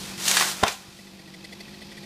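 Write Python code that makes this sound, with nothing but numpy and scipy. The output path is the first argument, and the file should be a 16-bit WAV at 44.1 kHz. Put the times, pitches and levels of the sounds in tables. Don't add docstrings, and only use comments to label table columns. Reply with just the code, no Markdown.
import sys
import numpy as np
from scipy import signal
from scipy.fft import rfft, irfft, next_fast_len
from scipy.io import wavfile
from scipy.ndimage import uniform_filter1d, map_coordinates

SR = 44100
rng = np.random.default_rng(int(sys.argv[2]) if len(sys.argv) > 2 else 0)


def wav_record(signal):
    frames = np.transpose(np.atleast_2d(signal))
    bounded = np.clip(frames, -1, 1)
    quanta = np.round(bounded * 32767).astype(np.int16)
    wavfile.write(sys.argv[1], SR, quanta)


N = 90404

# time in seconds, relative leaf and twig levels in dB.
FALL_LEVELS = [(0, -39.5, -52), (.1, -40, -43.5), (.165, -45, -48), (.2, -34, -40), (.24, -31, -39.5),
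               (.274, -23.5, -33), (.29, -22.5, -30), (.35, -23, -29), (.39, -22.5, -28),
               (.425, -23.5, -31.5), (.45, -27, -30.5), (.51, -28, -34.5), (.55, -37, -43.5),
               (.62, -38.5, -38.5), (.66, -42.5, -29), (.682, -39, -25.5), (.72, -35.5, -42),
               (.77, -46, -55), (.86, -53, -52), (.97, -52.5, -59), (1.2, -59, -58.5)]
# frequency in Hz, relative level in dB.
LEAF_SPECTRUM = [(300, -45), (1200, -14), (2400, -8), (3800, -2), (6000, -2.5), (8000, -4.5), (11000, -9.5),
                 (15500, -17.5)]
TWIG_SPECTRUM = [(60, -15.5), (200, -12), (450, -2), (850, 0.5), (1350, 0.5), (1900, 0), (3000, -5),
                 (8000, -23.5)]
# time in seconds, firings per second.
FIRING_RATE = [(0, 50), (.18, 48), (.5, 47.8), (.85, 48.5), (1.02, 49), (1.12, 47.6), (1.35, 46.9),
               (1.5, 48.4), (1.64, 51), (1.75, 51), (1.85, 50.4), (2.05, 49.6)]
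# time in seconds, level in dB.
EXHAUST_LEVEL = [(0, -44), (.3, -42), (.58, -44.5), (.72, -53.5), (.9, -51.5), (1.3, -47.5), (1.7, -47),
                 (2.05, -46)]
HISS_LEVEL = [(0, -40.5), (.6, -51), (.85, -52.5), (1.3, -51), (1.7, -48), (2.05, -47.5)]
# multiple of the firing rate, relative level in dB.
EXHAUST_HARMONICS = [(3, -9), (4, 1.5), (5, -14), (6, -15.5), (7, -6.5), (8, -14.5), (10, -17), (11, -15),
                     (14, -16.5), (17, -15)]
# frequency in Hz, relative level in dB.
HISS_SPECTRUM = [(100, -9), (450, -15.5), (600, -26.5), (720, -23), (1000, -19), (1400, -27), (1950, -20),
                 (2800, -21), (4700, -17), (6700, -29), (11800, -37.5), (15500, -43)]
RUMBLE_SPECTRUM = [(15, -47), (40, -32), (95, -30), (140, 3.5), (200, 5.5), (270, -11), (350, 3),
                   (460, -23), (2000, -70)]
# frequency in Hz, bandwidth in Hz, relative level in dB.
VALVE_MODES = [(706, 23, -0.5), (890, 30, -8), (2410, 40, 2.5), (2594, 24, 5), (3220, 53, 0), (3565, 45, 1),
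               (4260, 760, -11.5)]
# start in seconds, level in dB, centre in
# Hz, 60 dB decay time in seconds.
SNAPS = [(.179, -32, 3330, 0.024), (0.254, -26, 3700, 0.048), (0.2794, -9, 3440, 0.012),
         (0.282, -11, 6200, 0.019), (.3111, -13, 6000, .003), (.3135, -6.5, 5600, 0.006),
         (0.3133, -12.5, 1600, 0.014), (0.3686, -9, 1570, 0.025), (.37, -13.5, 3570, 0.018),
         (0.3725, -8, 7000, 0.0046), (.377, -15, 3000, 0.018), (0.3981, -12.5, 4140, 0.016),
         (0.4093, -13.5, 1320, 0.039), (0.425, -9, 1680, 0.0045), (0.463, -26, 1980, 0.0097),
         (0.6652, -17.5, 1040, 0.0079), (.6718, -23, 2520, 0.014), (0.6802, -18, 3560, 0.034)]
# start in seconds, strength in dB, contact time in seconds.
BUTT_BLOWS = [(.629, 2, 0.0017), (0.6343, -0.5, 0.00021), (.6353, -1, 0.0011), (.637, 2, 0.00042),
              (.6381, -6.5, .00014), (0.646, -14.5, 0.00024), (0.6663, -10, 0.00086)]
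# frequency in Hz, bandwidth in Hz, relative level in dB.
LIMB_MODES = [(180, 36, -15), (340, 82, -11), (630, 80, -3), (684, 36.5, 2.5), (820, 430, 12.5),
              (944, 36, 4), (1056, 56, -3.5), (1230, 40, -1.5), (1374, 13, -5.5), (1830, 63, -6.5),
              (2700, 140, -16), (3220, 42, 2.5), (3380, 80, 2), (3640, 65, 1)]
# start in seconds, level in dB, frequency in Hz.
GROUND_THUDS = [(.632, -13.5, 120), (.882, -34, 125)]
# midpoint in seconds, level in dB, peak pitch in Hz, relative overtone level in dB.
SQUEAKS = [(.995, -46, 1980, -16), (1.075, -49, 1980, -12), (1.196, -48, 1890, -17),
           (1.282, -48, 1930, -25), (1.345, -43.5, 2008, -10), (1.45, -40, 2000, -2),
           (1.531, -39.5, 2016, -11), (1.61, -40, 2054, 0.5), (1.686, -45.5, 1940, -12),
           (1.746, -48, 1960, -1), (1.823, -43, 1980, -4), (1.922, -42.5, 1960, -8), (1.98, -41, 1940, -19),
           (2.04, -46, 1940, -16)]
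# frequency in Hz, relative level in dB.
RASP_SPECTRUM = [(200, 0), (650, 4.5), (1400, -34), (2080, 3), (2900, -11.5), (3450, 7), (3900, -16),
                 (4350, 1), (5200, -2), (6300, -13.5), (9000, -8), (15000, -27)]
# frequency in Hz, 60 dB decay time in seconds.
YARD_DECAY = [(100, 0.072), (1000, 0.39), (4000, 0.28), (14000, 0.063)]


def amp(db):
    return 10 ** (np.asarray(db) / 20)


def unit(x):
    return x / np.sqrt(np.mean(x ** 2) + 1e-20)


def along(points, hz):
    freqs, values = np.transpose(points)
    return np.interp(np.log(hz + 1), np.log(freqs + 1), values)


def curves(rows):
    times, *columns = np.transpose(rows)
    return [np.interp(np.arange(N) / SR, times, column) for column in columns]


def wobble(rate):
    knots = rng.standard_normal(int(N * rate / SR) + 4)
    return map_coordinates(knots, [np.arange(N) * rate / SR])


def filtered(x, response):
    size = next_fast_len(len(x) + 8192)
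    return irfft(rfft(x, size) * response(np.fft.rfftfreq(size, 1 / SR)), size)[:len(x)]


def coloured(x, spectrum):
    return unit(filtered(x, lambda f: amp(along(spectrum, f))))


def resonance(f, hz, width):
    return 1j * f * width / (hz * hz - f * f + 1j * f * width)


def ringing(x, modes):
    return unit(filtered(x, lambda f: sum((-1) ** k * amp(db) * resonance(f, hz, width)
                                          for k, (hz, width, db) in enumerate(modes))))


def add(track, start, sound):
    part = track[max(round(start * SR), 0):][:len(sound)]
    part += sound[:len(part)]


def contacts(per_second=9800, spread_db=3):
    impulses = (rng.random(N) < per_second / SR) * rng.choice([-1, 1], N)
    return impulses * amp(spread_db * rng.standard_normal(N))


def foliage(stick_range_hz=(1215, 6190)):
    leaf_db, twig_db = curves(FALL_LEVELS)
    pitches = np.exp(rng.uniform(*np.log(stick_range_hz), size=24))
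    sticks = unit(filtered(contacts(), lambda f: sum(resonance(f, hz, width=6.1) for hz in pitches)))
    twigs = amp(-2) * coloured(contacts(), TWIG_SPECTRUM) + amp(-7) * sticks
    leaves = amp(-1) * coloured(contacts(), LEAF_SPECTRUM)
    return amp(leaf_db) * leaves + amp(twig_db) * twigs


def hiss_and_valves(firing_phase, lead_cycles=0.24, whine_hz=11640, whine_width_hz=190):
    level_db, = curves(HISS_LEVEL)
    beat = np.cos(firing_phase + 2 * np.pi * lead_cycles)
    hiss = coloured(rng.standard_normal(N), HISS_SPECTRUM) * (1 + 0.1 * beat)
    whine = ringing(rng.standard_normal(N), [(whine_hz, whine_width_hz, 0)])
    taps = rng.standard_normal(N) * np.exp(2.5 * beat)
    clatter = ringing(taps * amp(wobble(rate=30)), VALVE_MODES)
    return amp(level_db) * (hiss + amp(-8) * clatter + amp(-21) * whine)


def exhaust(firing_phase, flutter_db=.9, flutter_rad=.18, pipe_lag_rad=.05):
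    level_db, = curves(EXHAUST_LEVEL)
    putter = np.zeros(N)
    for k, db in EXHAUST_HARMONICS:
        gain = amp(db + flutter_db * wobble(rate=30))
        putter += gain * np.cos(k * firing_phase - pipe_lag_rad * k * k + flutter_rad * wobble(rate=30))
    rumble = amp(-9) * coloured(rng.standard_normal(N), RUMBLE_SPECTRUM)
    return amp(level_db) * (unit(putter) + rumble)


def engine(cylinders=4, lope_rad=.15):
    rate, = curves(FIRING_RATE)
    even_phase = 2 * np.pi * np.cumsum(rate) / SR
    firing_phase = even_phase + lope_rad * np.sin(even_phase / cylinders)
    return hiss_and_valves(firing_phase) + exhaust(firing_phase)


def snaps(relative_width=.8, attack_s=.0002):
    out, t = np.zeros(N), np.arange(SR // 10) / SR
    for start, db, hz, t60 in SNAPS:
        twig = lambda f: resonance(f, hz, relative_width * hz)
        envelope = amp(-60 * t / t60) * (1 - np.exp(-t / attack_s))
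        fibres = unit(filtered(rng.standard_normal(len(t)), twig)) * envelope
        crack = filtered(signal.unit_impulse(len(t)), twig)
        add(out, start, amp(db) * (fibres + amp(-0.5) * crack / np.abs(crack).max()))
    return out


def landing(crunch_t60_s=0.0084, push_s=0.00029, bark_hz=7500, thud_t60_s=.045):
    out, t = np.zeros(N), np.arange(SR // 4) / SR
    for start, db, contact_s in BUTT_BLOWS:
        ring = np.zeros(len(t))
        for k, (hz, width, mode_db) in enumerate(LIMB_MODES):
            gain = (-1) ** k * amp(mode_db + rng.normal(0, 1))
            ring += gain * np.exp(-np.pi * width * t) * np.sin(2 * np.pi * hz * t)
        crunch = rng.standard_normal(len(t)) * amp(-60 * t / crunch_t60_s)
        push = t / push_s * (2 - t / push_s) * np.exp(-t / push_s)
        blow = amp(-21) * ring + crunch + amp(-3) * push
        cushion = lambda f: 1 / (1 + 2j * f * contact_s) / (1 + 1j * f / bark_hz)
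        add(out, start, amp(db) * filtered(blow, cushion))
    for start, db, hz in GROUND_THUDS:
        add(out, start, amp(db - 60 * t / thud_t60_s) * np.sin(2 * np.pi * hz * t))
    return out


def squeaks(tone_half_s=.006, rasp_half_s=0.0093, pitch_arch=0.0388, waver_rad=.45, overtone_ratio=2.19):
    out, t = np.zeros(N), np.arange(-SR // 20, SR // 20) / SR
    tone_swell = np.exp(-(t / tone_half_s) ** 4)
    rasp_swell = np.exp(-(t / rasp_half_s) ** 4)
    for middle, db, hz, overtone_db in SQUEAKS:
        waver = unit(uniform_filter1d(rng.standard_normal(len(t)), size=60))
        pitch = hz * (1 + pitch_arch * (tone_swell - 1))
        phase = 2 * np.pi * np.cumsum(pitch) / SR + waver_rad * waver
        tone = np.sin(phase) + amp(overtone_db) * np.sin(overtone_ratio * phase)
        rasp = amp(-4.5) * coloured(rng.standard_normal(len(t)), RASP_SPECTRUM)
        add(out, middle + t[0], amp(db) * (tone_swell * tone + rasp_swell * rasp))
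    return out


def air(x, cutoff_hz=9600):
    return filtered(x, lambda f: 1 / np.sqrt(1 + (f / cutoff_hz) ** 6))


def yard_echo(x):
    hz, t, spectrum = signal.stft(rng.standard_normal(SR // 2), SR, nperseg=256)
    decay = amp(-60 * t / along(YARD_DECAY, hz)[:, None])
    _, tail = signal.istft(spectrum * decay, SR, nperseg=256)
    return signal.fftconvolve(x, tail / np.linalg.norm(tail))[:N]


def scene():
    cracks, blows = air(snaps()), air(landing())
    echo = yard_echo(amp(-7) * cracks + amp(-13.5) * blows)
    return (cracks + blows + echo + foliage() + engine() + squeaks())[None]


def record(dry):
    low_cut_hz, top_hz = 60, 15500
    return np.array([filtered(x, lambda f: 1j * f / (low_cut_hz + 1j * f) * (f < top_hz)) for x in dry])


dry = scene()
out = record(dry)
wav_record(out)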